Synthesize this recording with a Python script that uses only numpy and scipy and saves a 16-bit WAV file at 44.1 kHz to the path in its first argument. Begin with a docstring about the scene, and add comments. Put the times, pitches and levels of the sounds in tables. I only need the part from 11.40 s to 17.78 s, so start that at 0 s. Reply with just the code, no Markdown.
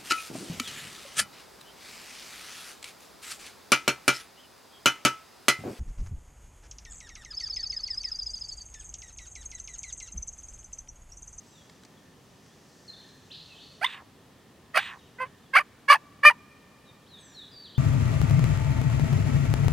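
"""A quiet rumble and a distant high hiss lie over the misty edge of a field. Songbirds whistle far off
in the trees, which give back a faint echo, and a few dry ticks sound nearby. Then a wild turkey close by
clucks six times, its syrinx buzzing through the resonances of windpipe and beak: two rising, raspy putts
with a rush of air after each, one soft yelp, then three hard ones. The songbirds have the last notes."""
import sys
import numpy as np
from scipy import signal
from scipy.fft import rfft, irfft, next_fast_len
from scipy.io import wavfile
from scipy.ndimage import uniform_filter1d

SR = 44100
rng = np.random.default_rng(int(sys.argv[2]) if len(sys.argv) > 2 else 0)


def dump(signal):
    """Clip the signal to [-1, 1] and save it as 16-bit WAV at the path in sys.argv[1]."""
    limited = np.clip(np.atleast_2d(signal).T, -1, 1)
    pcm = np.round(limited * 32767).astype(np.int16)
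    wavfile.write(sys.argv[1], SR, pcm)


N = 281358
T = np.arange(N) / SR

# spectrum of the outdoor rumble: frequency_hz, gain_db
RUMBLE_SPECTRUM = [(15, -60), (25, -23), (86, -2), (126, -1), (156, -0.5), (289, -3), (322, -8),
                   (389, -5.5), (631, -12), (1170, -14), (1660, -21), (1800, -15.5), (2120, -20.5),
                   (3260, -20), (15500, -35.5)]
# width of the background, central in the bass and wide in the treble: frequency_hz, side_minus_mid_db
RUMBLE_WIDTH = [(60, -17), (110, -16), (200, -14), (380, -13), (700, -6), (1290, -9), (2380, -10),
                (4400, -7), (8120, -3), (15000, -2)]
# envelope of the thin hiss out of the trees: time_s, level_db
HISS_ENVELOPE = [(0, -67), (.7, -73), (1.1, -67.5), (1.5, -64), (2.1, -67.5), (2.35, -65), (2.6, -87),
                 (3.3, -97), (3.5, -68), (4, -86.5), (6.38, -89)]
# thin falling notes sung in two voices at once: start_s, level_db, echo_db
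THIN_NOTES = [(.03, -70.5, 0.5), (5.78, -62.5, -7.5)]
# those two voices: start_hz, end_hz
THIN_VOICES = [(6700, 5550), (8400, 6900)]
# single songbird notes: start_s, length_s, start_hz, end_hz, level_db, echo_db
CHIRPS = [(0.119, .12, 4000, 3160, -64.5, -2), (1.478, .03, 4480, 4120, -46.5, -1.5),
          (1.526, 0.033, 3800, 3480, -52.5, 2), (1.603, 0.017, 4150, 2900, -56, 5.5),
          (1.902, .031, 2400, 5400, -53, 7.5), (2.088, 0.067, 2850, 2550, -56, -4),
          (2.129, 0.04, 3690, 2870, -61.5, 10), (2.167, .065, 3190, 4890, -61, 10),
          (3.573, .065, 4400, 2400, -67, 1), (3.647, 0.05, 3460, 2598, -69, 0),
          (5.45, 0.078, 4050, 3583, -62, -9), (6.11, 0.14, 4930, 4540, -52.5, -3.5),
          (6.235, 0.053, 4600, 2920, -48, 0), (6.348, 0.072, 3040, 4720, -48.5, -1)]
# a repeated phrase, a quick flick up and a long slur down: top_s, level_db
SLURS = [(5.685, -54), (5.943, -49)]
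# small ticks close by: start_s, level_db
TICKS = [(0.297, -47), (0.435, -50), (.45, -45), (1.062, -53)]
# putts: crest_s, swell_db, fall_s, pitch_hz, climb_start_s, level_db, throat_hz, roughness (0-1),
# bass_db, bright_db, left_minus_right_db, air_length_s, air_db
PUTTS = [(2.448, -16, .021, 670, 2.417, -20.5, 1450, .42, 18, 1, -3.5, 0.18, -39.5),
         (3.376, -24, .034, 630, 3.374, -14.5, 1550, .6, 6.5, 5, -2, 0.2, -36)]
# resonances of windpipe and beak: frequency_hz, gain_db
WINDPIPE = [(300, -24), (590, -12), (850, -7), (1160, 0), (1420, -4), (1780, 0), (2380, -1), (2950, -9),
            (3900, -27), (4650, -14), (5250, -25), (7600, -38), (10000, -36), (15500, -55)]
# spectrum of the hiss at the edge of the beak: frequency_hz, gain_db
SPIT_SPECTRUM = [(1000, -25), (2700, 6), (3900, -7), (4650, 2), (5300, -7), (6400, -2), (7800, -10),
                 (8850, 10), (9550, -3), (10200, 9), (11000, -9), (11700, 1), (13500, -20), (15400, -5)]
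# squeaks that the first putt breaks into: start_s, length_s, level_db
SQUEAKS = [(2.444, .009, -25), (2.456, .013, -28)]
# spectrum of the air after a putt: frequency_hz, gain_db
AIR_SPECTRUM = [(500, -0.5), (1100, 6), (1400, -4.5), (1850, 3), (2250, -6), (2650, 1), (3000, -3),
                (3600, 0.5), (4800, -17.5), (6500, -10), (8500, 1), (10000, -12), (15000, -9)]
# yelps: push_start_s, hold_s, pitch_hz, swoop (share of pitch), closing_hz, level_db, throat_hz,
# roughness (0-1), bass_db, bright_db, left_minus_right_db
YELPS = [(3.804, .036, 517.5, 0, 560, -28.5, 1030, .17, 11, -12, -0.5),
         (4.154, .035, 546.3, 0.45, 590, -11.7, 1060, .18, -1, -1.5, -0.4),
         (4.502, .032, 576.4, 0.00063, 880, -6.4, 1130, .045, 0, 3, 0.4),
         (4.852, .035, 600.4, 0, 950, -6.2, 2430, .035, -1, 0, 1.2)]
# how two microphone ports hear the turkey: frequency_hz, left_lead_rad, left_minus_right_db
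PORT_RESPONSE = [(294, 0, 0), (700, 0.32, -2), (1190, -0.63, -1), (1680, 0.34, -5.5), (2201, 0.3, 0.5),
                 (3300, 0.62, -1.5), (4480, 0.28, -1.5), (5000, -1.7, 0), (5780, -0.52, 1.5),
                 (8980, 1, -5.5), (9900, 0.31, 1)]

TOP_HZ = 15900
SQUEAK_HZ = (2780, 3480, 3510)  # start, middle, end
# a yelp's stages, and its levels relative to the top of the push
ONSET_S, LEAD_S, ATTACK_S, SETTLE_S, RELEASE_S, CRACK_S, DIE_S = .007, .016, .006, .012, .016, .008, .016
QUIET_DB, LEAD_DB, ARCH_DB, LET_GO_DB, CRACK_DB = -40, -12.3, -2.5, -18, -18.5
LEAD_ROUGH, CRACK_ROUGH, STRAIN_ROUGH, STRAIN_DB = .17, .5, .4, -4.5
THROAT_OPEN_HZ, THROAT_TIGHT_HZ, THROAT_CRACK_HZ = 1150, 2200, 1000


def undb(db):
    """Amplitude ratio for a level in decibels."""
    return 10 ** (np.asarray(db) / 20)


def colour(points, hz):
    """Gain of a spectrum, interpolated in decibels over log frequency."""
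    f, db = np.transpose(points)
    return undb(np.interp(np.log(hz + 1), np.log(f), db))


def filtered(x, points):
    """Linear filtering: multiplication by a gain in the frequency domain."""
    size = next_fast_len(N)
    return irfft(rfft(x, size) * colour(points, np.fft.rfftfreq(size, 1 / SR)), size)[:N]


def noise(points):
    """Gaussian noise of rms 1 with the given spectrum."""
    x = filtered(rng.standard_normal(next_fast_len(N)), points)
    return x / np.sqrt(np.mean(x ** 2))


def walk(rate, size):
    """Smooth random modulation of spread near 1 that changes rate times a second."""
    k = max(int(SR / rate), 1)
    steps = np.repeat(rng.standard_normal(size // k + 1), k)
    return 1.245 * uniform_filter1d(uniform_filter1d(steps, k), k)[:size]


def ramp(t, start, length):
    """Linear rise from 0 to 1."""
    return np.clip((t - start) / length, 0, 1)


def span(start, end):
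    """A time window: its sample indices and a short taper at both ends."""
    at = np.flatnonzero((T >= start) & (T <= end))
    return at, np.clip(np.minimum(T[at] - start, end - T[at]) / 0.0015, 0, 1)


def pan(x, db):
    """Direction by level difference: db louder on the left."""
    return x * undb(np.array([[db], [-db]]) / 2)


def field(rumble_db=-56):
    """Distant rumble, hiss and a narrow-band murmur; an uncorrelated side signal widens the rumble."""
    side = filtered(noise(RUMBLE_SPECTRUM), RUMBLE_WIDTH)
    rumble = (noise(RUMBLE_SPECTRUM) + side * np.array([[1], [-1]])) * undb(rumble_db)
    hiss = noise([(2500, -37), (4500, -4), (6100, -1), (7300, -6.5), (9500, -16), (14000, -34)])
    hiss *= undb(np.interp(T, *np.transpose(HISS_ENVELOPE)) + 1.2 * walk(20, N))
    murmur = noise([(900, -50.5), (1650, -7.5), (1820, -0.5), (2000, -28), (3500, -47.5)])
    murmur *= undb(-73 + 3 * walk(6.6, N))
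    return rumble + hiss + murmur


def whistle(start, length, start_hz, middle_hz, end_hz, db, flicker_db=3.5):
    """A gliding pure tone; random frequency and amplitude modulation give it a fine quaver."""
    u = (T - start) / length
    at = np.flatnonzero((u > 0) & (u < 1))
    u, out = u[at], np.zeros(N)
    quaver = 1 + .012 * walk(900, len(at))
    hz = np.polyval(np.polyfit([0, .5, 1], [start_hz, middle_hz, end_hz], 2), u) * quaver
    swell = np.sqrt(2 * np.sin(np.pi * u))
    out[at] = np.sin(2 * np.pi * np.cumsum(hz) / SR) * swell * undb(db + flicker_db * walk(150, len(at)))
    return out


def glide(start, length, start_hz, end_hz, db, sag=.02):
    """A songbird's note: a frequency sweep whose middle hangs just below a straight line."""
    return whistle(start, length, start_hz, (start_hz + end_hz) / 2 * (1 - sag), end_hz, db)


def twitter(count=6, length_s=.07, centre_hz=3400, level_db=-71):
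    """Faint sweeps from deeper in the wood, random in time and in their end frequencies."""
    return sum(glide(.95 * when * T[-1], length_s, *centre_hz * (1 + .3 * (np.array(ends) - .5)), level_db)
               for when, *ends in rng.random((count, 3)))


def trees(x, t60, delay, spread=0.17):
    """Reverberation: countless small echoes build up and decay exponentially; spread sets the width."""
    t = T[:3 * SR]
    echoes = rng.standard_normal((3, len(t))) * undb(-60 * t / t60) * (1 - np.exp(-(t / delay) ** 2))
    echoes = echoes[0] + spread * echoes[1:]
    echoes /= np.sqrt(np.sum(echoes ** 2, axis=1, keepdims=True))
    return signal.fftconvolve(x[None], echoes, axes=1)[:, :N]


def songbirds(flick_s=.025, slur_s=.118, slur_top_hz=4400, thin_s=.19):
    """Small birds in the wood: each note is direct sound plus its reflections off trunks and leaves."""
    notes = [(glide(*row[:-1]), row[-1]) for row in CHIRPS] + [(twitter(), -7)]  # sound, echo_db
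    for s, db in SLURS:
        flick = glide(s - flick_s, flick_s, start_hz=2720, end_hz=slur_top_hz, db=db - 12)
        slur = glide(s, slur_s, start_hz=slur_top_hz, end_hz=3310, db=db)
        notes.append((flick + slur, -2))
    for s, db, echo_db in THIN_NOTES:
        notes += [(glide(s, thin_s, *voice, db), echo_db) for voice in THIN_VOICES]
    direct = sum(note for note, _ in notes)
    scattered = sum(note * undb(echo_db) for note, echo_db in notes)
    return direct + trees(scattered, t60=1.0, delay=0.009)


def ticks(decay_s=0.0037):
    """Dry transients: noise with a sudden onset and an exponential decay."""
    envelope = sum(undb(db) * (T >= s) * np.exp(-np.abs(T - s) / decay_s) for s, db in TICKS)
    return envelope * noise([(700, -5), (1800, 4), (5000, 2), (8000, -4), (12000, -28)])


def turkey_voice(at, fade, hz, db, throat_hz, rough, bass_db, bright_db, width_hz=380, throat_gain=1.34,
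                 jitter=.075, shimmer=.99, scatter=.17, rasp_db=-13.5, spit_db=-25, crackle_db=3.8):
    """Source and filter: the syrinx buzzes into the windpipe; a throat resonance lifts one harmonic."""
    size = len(at)
    rough = np.clip(rough, 0, 1)
    treble = undb(bright_db + .28 * (db - db.max()))  # the harder the push, the brighter
    phase = 2 * np.pi * np.cumsum(hz * (1 + jitter * rough * walk(500, size))) / SR
    voice, power = np.zeros(size), np.zeros(size)
    for k in np.arange(1, 29):
        throat = 1 + throat_gain / (1 + 1j * (k * hz - throat_hz) / width_hz) ** 2
        gain = colour(WINDPIPE, k * hz) * throat * (k * hz < TOP_HZ)
        # a loose throat lifts the bass, a tight one the treble
        gain *= undb(bass_db) ** np.clip((930 - k * hz) / 280, 0, 1)
        gain *= treble ** np.clip((k * hz - 1800) / 2200, 0, 1)
        slip = scatter * k * (rough + .1) * walk(700, size)  # high harmonics lose their step first
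        harmonic = np.real(gain * np.exp(1j * (k * phase + slip)))
        voice += harmonic * (1 + shimmer * rough * walk(450, size))
        power += np.abs(gain) ** 2 / 2
    # air escapes once a cycle, through the same windpipe and as a crackling spit at the beak
    opening = 1 + .5 * np.cos(phase)
    rasp = undb(rasp_db) * noise(WINDPIPE)[at] * 2 * rough
    crackle = undb(spit_db + crackle_db * walk(600, size))
    spit = crackle * noise(SPIT_SPECTRUM)[at] * (.5 + rough) * np.sqrt(treble)
    out = np.zeros(N)
    out[at] = (voice / np.sqrt(power) + opening * (rasp + spit)) * undb(db) * fade
    return out


def putt(crest, swell_db, fall, pitch_hz, climb_at, level_db, throat_hz, rough, bass_db, bright_db,
         side_db, air_s, air_db, rise_s=.04, onset_s=.013, end_db=-25, climb_hz_per_s=10500,
         ceiling_hz=1040, throb_hz=62, throb_db=-5.5):
    """A raspy note swells and climbs, throbbing by amplitude modulation; air rushes out after it."""
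    at, fade = span(crest - rise_s, crest + fall)
    t = T[at] - crest
    hz = np.minimum(pitch_hz + climb_hz_per_s * np.maximum(T[at] - climb_at, 0), ceiling_hz)
    shape_db = swell_db * ramp(-t, 0, rise_s) ** 1.5 + end_db * ramp(t, 0, fall) ** 1.5
    db = level_db + shape_db + throb_db * np.sin(np.pi * throb_hz * t) ** 2
    fade *= ramp(t, -rise_s, onset_s)
    voice = turkey_voice(at, fade, hz, db, throat_hz, rough, bass_db, bright_db)
    return pan(voice, side_db) + beak_air(crest, air_s, air_db)


def beak_air(start, length, level_db, sag_db=-9, closing_share=.55, closed_db=-13, leak_db=-32,
             flutter_db=2):
    """Flow noise through the beak: its pass band sinks and narrows as the beak closes."""
    at, fade = span(start, start + length)
    u = (T[at] - start) / length
    closed = ramp(u, 1 - closing_share, closing_share)
    db = level_db + sag_db * u + closed_db * closed ** 2
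    low_hz = np.interp(closed, [0, 1], [1400, 845])
    high_hz = np.interp(closed, [0, 1], [4200, 950])
    size = len(at)
    f = np.fft.rfftfreq(size, 1 / SR)
    white = rfft(rng.standard_normal(size))
    rush, power = np.zeros(size), np.zeros(size)
    for hz in 400 * 2 ** (np.arange(32) / 6):  # sixth-octave bands
        band = irfft(white * np.clip(1 - 6 * np.abs(np.log2((f + 1) / hz)), 0, 1), size)
        low_pass = undb(leak_db) * (high_hz / 4000) ** 2 + 1 / (1 + (hz / high_hz) ** 5)
        gain = colour(AIR_SPECTRUM, hz) * low_pass / (1 + (low_hz / hz) ** 4)
        rush += gain * band
        power += gain ** 2 * np.mean(band ** 2)
    out = np.zeros(N)
    out[at] = rush / np.sqrt(power) * undb(db + flutter_db * walk(220, size)) * fade
    return out


def yelp(start, hold, pitch_hz, swoop, closing_hz, level_db, throat_hz, rough, bass_db, bright_db,
         side_db):
    """Tension sets pitch and resonance: a quiet lead-in, a held or swooping push, a cracked end."""
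    let_go = hold + RELEASE_S
    cracked = let_go + CRACK_S
    stages = [-LEAD_S - ONSET_S, -LEAD_S, -ATTACK_S, 0, hold, let_go, cracked, cracked + DIE_S]
    stage_db = [QUIET_DB, LEAD_DB, LEAD_DB, ARCH_DB, ARCH_DB, LET_GO_DB, CRACK_DB, QUIET_DB]
    at, fade = span(start + stages[0], start + stages[-1])
    t = T[at] - start
    # a swooping voice strains: weaker and rougher
    strain = np.sin(np.pi * ramp(t, 0, let_go)) ** 2 * (swoop > 0)
    arch = np.sin(np.pi * ramp(t, 0, hold))
    db = level_db + np.interp(t, stages, stage_db) - ARCH_DB * arch + STRAIN_DB * strain
    rough = np.interp(t, [-ATTACK_S, ATTACK_S, hold, let_go], [LEAD_ROUGH, rough, rough, CRACK_ROUGH])
    rough += STRAIN_ROUGH * strain
    tension = 1 + swoop * strain
    flat = .04 * (1 - ramp(t, -LEAD_S, LEAD_S + ATTACK_S))  # the lead-in slides up to pitch
    hz = pitch_hz * tension * (1 - flat)
    # the throat tightens through the lead-in, drops open with the push and then settles
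    throat_path_hz = [THROAT_OPEN_HZ, THROAT_TIGHT_HZ, THROAT_OPEN_HZ, throat_hz]
    throat = tension ** 2 * np.interp(t, [stages[0], -ATTACK_S, 0, SETTLE_S], throat_path_hz)
    crack = ramp(t, let_go - ATTACK_S, ATTACK_S)
    hz += crack * (closing_hz - hz)
    throat += crack * (THROAT_CRACK_HZ - throat)
    return pan(turkey_voice(at, fade, hz, db, throat, rough, bass_db, bright_db), side_db)


def ports(x):
    """A close source reaches two microphone ports with small differences of phase and level."""
    size = next_fast_len(N)
    hz, lead, side_db = np.transpose(PORT_RESPONSE)
    f = np.fft.rfftfreq(size, 1 / SR)
    half = undb(np.interp(f, hz, side_db) / 2) * np.exp(.5j * np.interp(f, hz, lead))
    return irfft(rfft(x, size) * np.array([half, 1 / half]), size)[:, :N]


def turkey_calls(lowest_hz=400, dull_hz=1700):
    """Direct sound, brief scattering off the grass and a faint, dull echo from the edge of the wood."""
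    near = sum(putt(*row) for row in PUTTS) + sum(yelp(*row) for row in YELPS)
    near += sum(whistle(s, length, *SQUEAK_HZ, db) for s, length, db in SQUEAKS)
    # the calls carry no deep bass
    near = signal.sosfilt(signal.butter(3, lowest_hz, "high", fs=SR, output="sos"), near)
    dull = signal.sosfilt(signal.butter(1, dull_hz, fs=SR, output="sos"), near.mean(axis=0))
    grass = undb(-17) * trees(dull, t60=.09, delay=0.0033, spread=1.5)
    wood = undb(-39) * trees(dull, t60=3.6, delay=0.06, spread=0.48)
    return ports(near) + grass + wood


def scene():
    """Superposition: the sound pressures of all sources add."""
    return turkey_calls() + songbirds() + ticks() + field()


def record(dry):
    """Clipping at full scale, then band limiting by a steep low-pass filter."""
    return signal.sosfilt(signal.ellip(10, .2, 70, TOP_HZ, fs=SR, output="sos"), np.clip(dry, -1, 1))


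dry = scene()
out = record(dry)
dump(out)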